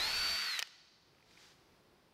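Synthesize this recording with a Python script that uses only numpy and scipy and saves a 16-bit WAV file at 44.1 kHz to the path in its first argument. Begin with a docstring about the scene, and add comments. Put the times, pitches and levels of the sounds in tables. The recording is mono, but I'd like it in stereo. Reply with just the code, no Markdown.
"""A hand drill backing out of a hole in plywood, close to the microphone in a quiet workshop.
The motor whines over gear chatter, with the rub of the bit and a low rumble while it is in the wood.
The trigger is let go, the speed sags and the brake stops the chuck with a few clacks. The room rings on;
soft handling ticks and a rustle follow, over a room tone of ventilation and faint hiss."""
import sys
import numpy as np
from scipy import signal
from scipy.fft import rfft, irfft
from scipy.io import wavfile

SR = 44100
rng = np.random.default_rng(int(sys.argv[2]) if len(sys.argv) > 2 else 0)


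def file_out(sig):
    """Save sig as 16-bit WAV at sys.argv[1]."""
    # one column per channel
    cols = np.atleast_2d(sig).T
    # limit, then scale
    lim = np.clip(cols, -1, 1)
    pcm = np.round(lim * 32767).astype(np.int16)
    wavfile.write(sys.argv[1], SR, pcm)


N = 94109
TIME = np.arange(N) / SR
WHINE_ORDER, TONE_PAN_DB = 12, 3.5  # whine cycles per shaft turn; the tones sit left of centre


def undb(db):
    """Decibels to gain."""
    return 10 ** (np.asarray(db) / 20)


def unit(x):
    """Scale to rms 1."""
    return x / np.sqrt(np.mean(x ** 2))


def curve(rows):
    """Join (time_s, value) points by straight lines."""
    return np.interp(TIME, *np.array(rows, float).T)


def freqs():
    """Frequency of every spectrum bin."""
    return np.maximum(np.arange(N // 2 + 1) * SR / N, 1)


def spread(rows):
    """Join (freq_hz, value) points on a log-frequency axis."""
    hz, value = np.array(rows, float).T
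    return np.interp(np.log(freqs()), np.log(hz), value)


def shape(x, gain):
    """Filter by a gain for every frequency."""
    return irfft(rfft(x) * gain, N)


def causal(db):
    """A response with this dB shape that rings only after the blow."""
    cepstrum = irfft(db * np.log(10) / 20, N)
    cepstrum[1:N // 2] *= 2
    cepstrum[N // 2:] = 0
    return np.exp(rfft(cepstrum))


def rings(modes):
    """Response of a set of (freq_hz, width_hz, gain_db) resonances."""
    f = freqs()
    return sum(undb(db) / (1 + 1j * (f * f - hz * hz) / (f * width)) for hz, width, db in modes)


def noise():
    """White noise."""
    return rng.standard_normal(N)


def coloured(spectrum):
    """Noise of rms 1 with a (freq_hz, level_db) spectrum."""
    return unit(shape(noise(), undb(spread(spectrum))))


def walk(rate_hz):
    """A smooth random drift of rms 1."""
    return unit(shape(noise(), np.exp(-(freqs() / rate_hz) ** 2)))


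def pan(x, db):
    """Place a sound left (+) or right (-)."""
    return np.array([x * undb(db / 2), x * undb(-db / 2)])


def near(mid, side):
    """Close to the microphone: a little to the left, diffuse in bass and high treble."""
    # stereo width: freq_hz, side_gain_db
    width = [(60, -0.5), (300, -4.5), (700, -12.5), (1300, -19), (4500, -16.5), (8000, -6), (15000, -2)]
    # stereo balance: freq_hz, left_over_right_db
    balance = [(200, 1.5), (700, 3), (1290, -0.5), (2380, 1.5), (4400, 3.5), (8000, 2.5), (15000, -2)]
    diffuse, lean = shape(side, undb(spread(width))), spread(balance)
    return np.array([shape(mid, undb(lean / 2)) + diffuse, shape(mid, undb(-lean / 2)) - diffuse])


def rasp(load, colour, per_s=22000, scatter_db=2):
    """Dense tiny impacts of uneven size, stronger under load, filtered by a colour."""
    grains = noise() * (rng.random(N) < per_s / SR) * undb(scatter_db * noise())
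    return unit(shape(load * grains, colour))


def shaft_turns():
    """Running count of motor turns: the speed climbs, then sags as the trigger is let go."""
    # motor speed, heard as the whine: time_s, pitch_hz
    whine_pitch = [(0, 3840), (.024, 4100), (.06, 4310), (.108, 4440), (.166, 4504), (.236, 4537),
                   (.34, 4547), (.39, 4575), (.445, 4575), (.53, 4138), (.59, 3800)]
    jitter = 1 + 0.00096 * walk(85)
    return np.cumsum(curve(whine_pitch) / WHINE_ORDER * jitter) / SR


def motor_whine(turns, turns_per_chuck_turn=11.5):
    """Motor and gears sing at multiples of the shaft rate and throb once per chuck turn."""
    # loudness of the whine: time_s, level_db
    whine_level = [(0, -39.5), (.03, -36.5), (.115, -42), (.15, -39), (.25, -37.5), (.36, -39),
                   (.46, -42.5), (.52, -40), (.57, -45), (.59, -53)]
    # weaker motor and gear tones: cycles_per_turn
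    orders = (4, 6, 7, 10, 11, 15, 19, 20, 21, 24, 25, 26, 28, 30, 35, 36)
    # their strength against the whine: level_db
    order_levels = [-21, -17, -17.5, -18, -23, -17.5, -32, -26, -32, -26.5, -34.5, -28.5, -35.5, -28, -32,
                    -32.5]
    tones = np.zeros(N)
    for order, db in [(WHINE_ORDER, 0), *zip(orders, order_levels)]:
        flutter_db = (0.14 if order == WHINE_ORDER else 2) * walk(50)
        tones += undb(db + flutter_db) * np.sin(2 * np.pi * (order * turns + rng.random()))
    throb_db = 0.5 * np.sin(2 * np.pi * turns / turns_per_chuck_turn)
    return np.sqrt(2) * tones * undb(curve(whine_level) + throb_db)


def gear_chatter(load, bit_out_s=0.22, fade_s=0.53):
    """Teeth chatter and brushes hiss; the housing's resonances come up as the bit runs free."""
    # colour of gears and brushes: freq_hz, level_db
    spectrum = [(88, -59), (150, -34), (436, -16), (519, -24), (668, -19.5), (1040, -10), (1480, -4),
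                (1660, -11), (2230, -3.5), (3620, -5), (4480, -5.5), (4840, -6.5), (8490, -22),
                (13300, -21.5), (15500, -41)]
    # their loudness: time_s, level_db
    level = [(0, -39.5), (.15, -40), (.3, -40.5), (.42, -41.5), (.52, -44), (.59, -45)]
    # housing resonances: freq_hz, width_hz, gain_db
    housing_modes = [(1387, 460, -1.5), (1915, 220, 4), (2216, 290, -6.5), (2680, 300, -6)]
    housing = sum(undb(db) * abs(rings([(hz, width, 0)])) ** 2 for hz, width, db in housing_modes)
    free = np.clip((TIME - bit_out_s) / fade_s + .5, 0, 1)
    teeth = rasp(load, undb(spread(spectrum))) * undb(curve(level))
    return teeth + rasp(load, housing) * undb(-45) * free


def bit_in_wood(load, fall_db_per_s=44.5):
    """The rising bit rubs up one board resonance after another while the scrape of its flutes fades."""
    # board resonances: freq_hz, width_hz, level_db, strongest_s, span_s
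    board_modes = [(726, 65, -44.5, 0.0033, 0.021), (880, 38, -49, 0.072, 0.049),
                   (1774, 90, -46.5, 0.034, 0.098), (1485, 190, -45.5, 0.21, 0.089),
                   (680, 35, -55.5, 0.28, 0.11), (2610, 110, -48.5, .18, 0.073),
                   (4930, 420, -50, 0.16, .13)]
    # low scrape of the flutes: freq_hz, width_hz, gain_db
    flutes = [(210, 350, -8), (580, 750, 7)]
    rubbing = sum(rasp(load, rings([(hz, width, 0)])) * undb(db) * np.exp(-((TIME - at) / span) ** 2)
                  for hz, width, db, at, span in board_modes)
    return rubbing + rasp(load, rings(flutes)) * undb(-49 - fall_db_per_s * TIME)


def rumble(clear_s=0.357):
    """A low rumble that drops to a trace once the bit is clear of the wood."""
    # colour of the rumble: freq_hz, level_db
    spectrum = [(20, -3), (55, 2), (110, -7), (250, -12.5), (500, -18), (1500, -86)]
    in_wood = np.clip((clear_s - TIME) / 0.01 + .5, 0, 1)
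    return coloured(spectrum) * (undb(-84.5) + undb(-57.5) * in_wood)


def room_tone():
    """The low murmur of ventilation and a faint hiss."""
    # colour of the background: freq_hz, level_db
    spectrum = [(15, -34), (25, -7.5), (188, 0.5), (260, -5), (368, 0), (457, -5.5), (523, -4.5),
                (631, -7.5), (895, -7), (1490, -12.5), (2800, -16), (5000, -17.5), (6800, -29),
                (10000, -28.5), (15500, -30.5)]
    # its loudness: time_s, level_db
    level = [(.5, -78), (.85, -73.5), (1.2, -68.5), (1.65, -67.5), (2.13, -68)]
    # its stereo width: freq_hz, side_gain_db
    width = [(50, 6.5), (200, -5), (600, -3), (4000, -5.5), (12000, -2.5)]
    mid = coloured(spectrum)
    side = shape(coloured(spectrum), undb(spread(width)))
    return (pan(mid, db=2) + np.array([side, -side])) * undb(curve(level) + 0.5 * walk(23))


def hum(pitch_hz=196, peak_s=0.416, span_s=0.067):
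    """A short hum as the bit comes clear."""
    swell = np.exp(-((TIME - peak_s) / span_s) ** 2)
    return undb(-64) * swell * np.sin(2 * np.pi * pitch_hz * TIME)


def drill(brake_s=0.5973, whine_decay_s=0.004, grind_decay_s=0.014):
    """Whine and grinding follow the motor; the brake cuts the whine and the gears run out just after."""
    turns = shaft_turns()
    braking_s = np.maximum(TIME - brake_s, 0)
    whine = motor_whine(turns) * np.exp(-braking_s / whine_decay_s)
    load = 1 + 0.3 * np.sin(2 * np.pi * turns)  # pulses once per motor turn
    mid, side = (gear_chatter(load) + bit_in_wood(load) + rumble() for _ in range(2))
    grind = near(mid, side) * np.exp(-braking_s / grind_decay_s)
    return pan(whine + hum(), TONE_PAN_DB), grind


def knocks(contacts, body, modes, attack_s, grit):
    """Each contact rings a body with a sharp tap and a brief crackle; grit 1 is all crackle."""
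    mid_side = np.zeros((2, N))
    for start_s, db, decay_s, tilt_db in contacts:
        age = np.maximum(TIME - start_s, 0)
        push = (1 - np.exp(-age / attack_s)) * np.exp(-age / decay_s)
        push /= push.max()
        tap = np.arange(N) == int(start_s * SR)
        octaves = np.log2(np.maximum(freqs(), 100) / 3000)
        response = causal(spread(body) + tilt_db * octaves) * (1 + rings(modes))
        response *= undb(db) * np.sqrt(np.sum(push ** 2) / np.mean(abs(response) ** 2))
        for part in mid_side:
            crackle = push * noise()
            crackle /= np.sqrt(np.sum(crackle ** 2))
            part += shape(grit * crackle + np.sqrt(1 - grit ** 2) * tap, response)
    return near(*mid_side)


def brake_clacks():
    """Gear teeth clash as the brake bites, then rattle in their play."""
    # tooth contacts: start_s, level_db, decay_s, tilt_db_per_octave
    clacks = [(.5913, -26.5, 0.0014, 0.5), (.5987, -29.5, 0.0006, 0), (.6200, -39.5, 0.00085, -1.5),
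              (.6530, -55.5, 0.00084, 0), (.6728, -50.5, 0.0019, -2)]
    # gearbox body: freq_hz, gain_db
    gearbox = [(100, -28), (330, -21.5), (500, -4), (750, -7.5), (1000, 1), (1400, -4), (3100, -1.5),
               (4400, 1.5), (5900, -2), (6800, -6.5), (9000, -12), (13500, -15.5), (16000, -21)]
    # gearbox resonances: freq_hz, width_hz, gain_db
    modes = [(495, 43, -8), (1820, 93, 5), (3030, 280, 7), (7400, 180, -4), (10740, 260, 0)]
    return knocks(clacks, gearbox, modes, attack_s=0.0017, grit=0.93)


def chuck_snap():
    """The chuck snaps to a stop and rebounds."""
    # stop and rebound: start_s, level_db, decay_s, tilt_db_per_octave
    snaps = [(.6258, -22, 0.00032, 2.6), (.6278, -31, 0.00084, -1.5)]
    # chuck body: freq_hz, gain_db
    chuck = [(60, -15), (300, -15), (500, -15), (720, -3), (1100, -11), (1800, 0), (3000, -3), (4400, -5),
             (5100, 1), (6100, -5), (7500, -21.5), (13000, -24), (16000, -29)]
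    # chuck resonances: freq_hz, width_hz, gain_db
    modes = [(1420, 110, 3), (1820, 130, 7), (2540, 150, 9), (2960, 180, 7.5), (5300, 700, -9)]
    return knocks(snaps, chuck, modes, attack_s=0.00039, grit=0.3)


def workshop_tail(send):
    """The workshop returns a diffuse tail that lasts longest in the upper middle range."""
    # reverberation bands: freq_hz, gain_db, t60_s
    bands = [(150, -29, 0.44), (710, -15, 1.5), (1380, -17, 1.28), (2660, -18.5, 1.2), (4200, -13.5, 1.6),
             (5600, -15, 1.74), (7240, -17, 1.16), (14000, -22, 0.57)]
    tails = np.zeros((2, N))
    for tail in tails:
        wash = noise()
        for hz, db, t60_s in bands:
            band = spread([(centre_hz, centre_hz == hz) for centre_hz, _, _ in bands])
            fade = undb(-60 * TIME / t60_s)
            tail += undb(db) * shape(wash, band) * fade / np.sqrt(np.sum(fade ** 2))
    mid, side = (signal.fftconvolve(send, tail)[:N] for tail in tails)
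    return pan(mid, db=3.5) + undb(-4) * np.array([side, -side])


def lingering_ring(pitch_hz=4572, peak_s=0.925, span_s=0.062):
    """A thin ring at the top note of the whine swells once in the tail of the room."""
    swell = np.exp(-((TIME - peak_s) / span_s) ** 4)
    return pan(undb(-72.5) * swell * np.sin(2 * np.pi * pitch_hz * TIME), TONE_PAN_DB)


def handling_ticks():
    """Small handling contacts tick close to the microphone."""
    # light contacts: start_s, level_db, decay_s, tilt_db_per_octave
    ticks = [(1.148, -61.5, 0.0011, -1), (1.184, -63, 0.00095, -4), (1.206, -61, 0.00064, -2),
             (1.226, -63, 0.0027, -5), (1.310, -61.5, 0.0018, 5), (1.374, -55, 0.0018, -2)]
    # the body they ring: freq_hz, gain_db
    body = [(100, -11), (700, -8), (2400, 11), (4500, -15), (9000, -17), (16000, -33)]
    # its resonance: freq_hz, width_hz, gain_db
    modes = [(2110, 930, -1)]
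    return knocks(ticks, body, modes, attack_s=0.00046, grit=0.95)


def rustle():
    """A soft sliding rustle, as of a sleeve, after the drill has stopped."""
    # colour of the rustle: freq_hz, level_db
    spectrum = [(200, -16), (600, -6.5), (1400, 2.5), (3200, 2), (4800, 4), (6800, -4), (9000, -12),
                (12500, -18), (15500, -23)]
    # its loudness: time_s, level_db
    level = [(1.2, -82), (1.32, -66.5), (1.35, -68), (1.41, -62), (1.45, -62), (1.51, -65), (1.55, -71.5),
             (1.7, -78.5), (1.9, -84)]
    return near(coloured(spectrum), coloured(spectrum)) * undb(curve(level))


def scene():
    """Drill, brake and handling noises up close, with the workshop behind them."""
    whine, grind = drill()
    stop = brake_clacks() + chuck_snap()
    handling = handling_ticks() + rustle()
    direct = whine + grind + stop + handling
    send = undb(-6.5) * whine + grind + undb(-4) * stop + handling
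    return direct + workshop_tail(send.mean(axis=0)) + lingering_ring() + room_tone()


def record(dry, top_hz=15600):
    """The recorder cuts the top treble steeply."""
    return signal.sosfilt(signal.ellip(8, .2, 70, top_hz, fs=SR, output="sos"), dry)


dry = scene()
out = record(dry)
file_out(out)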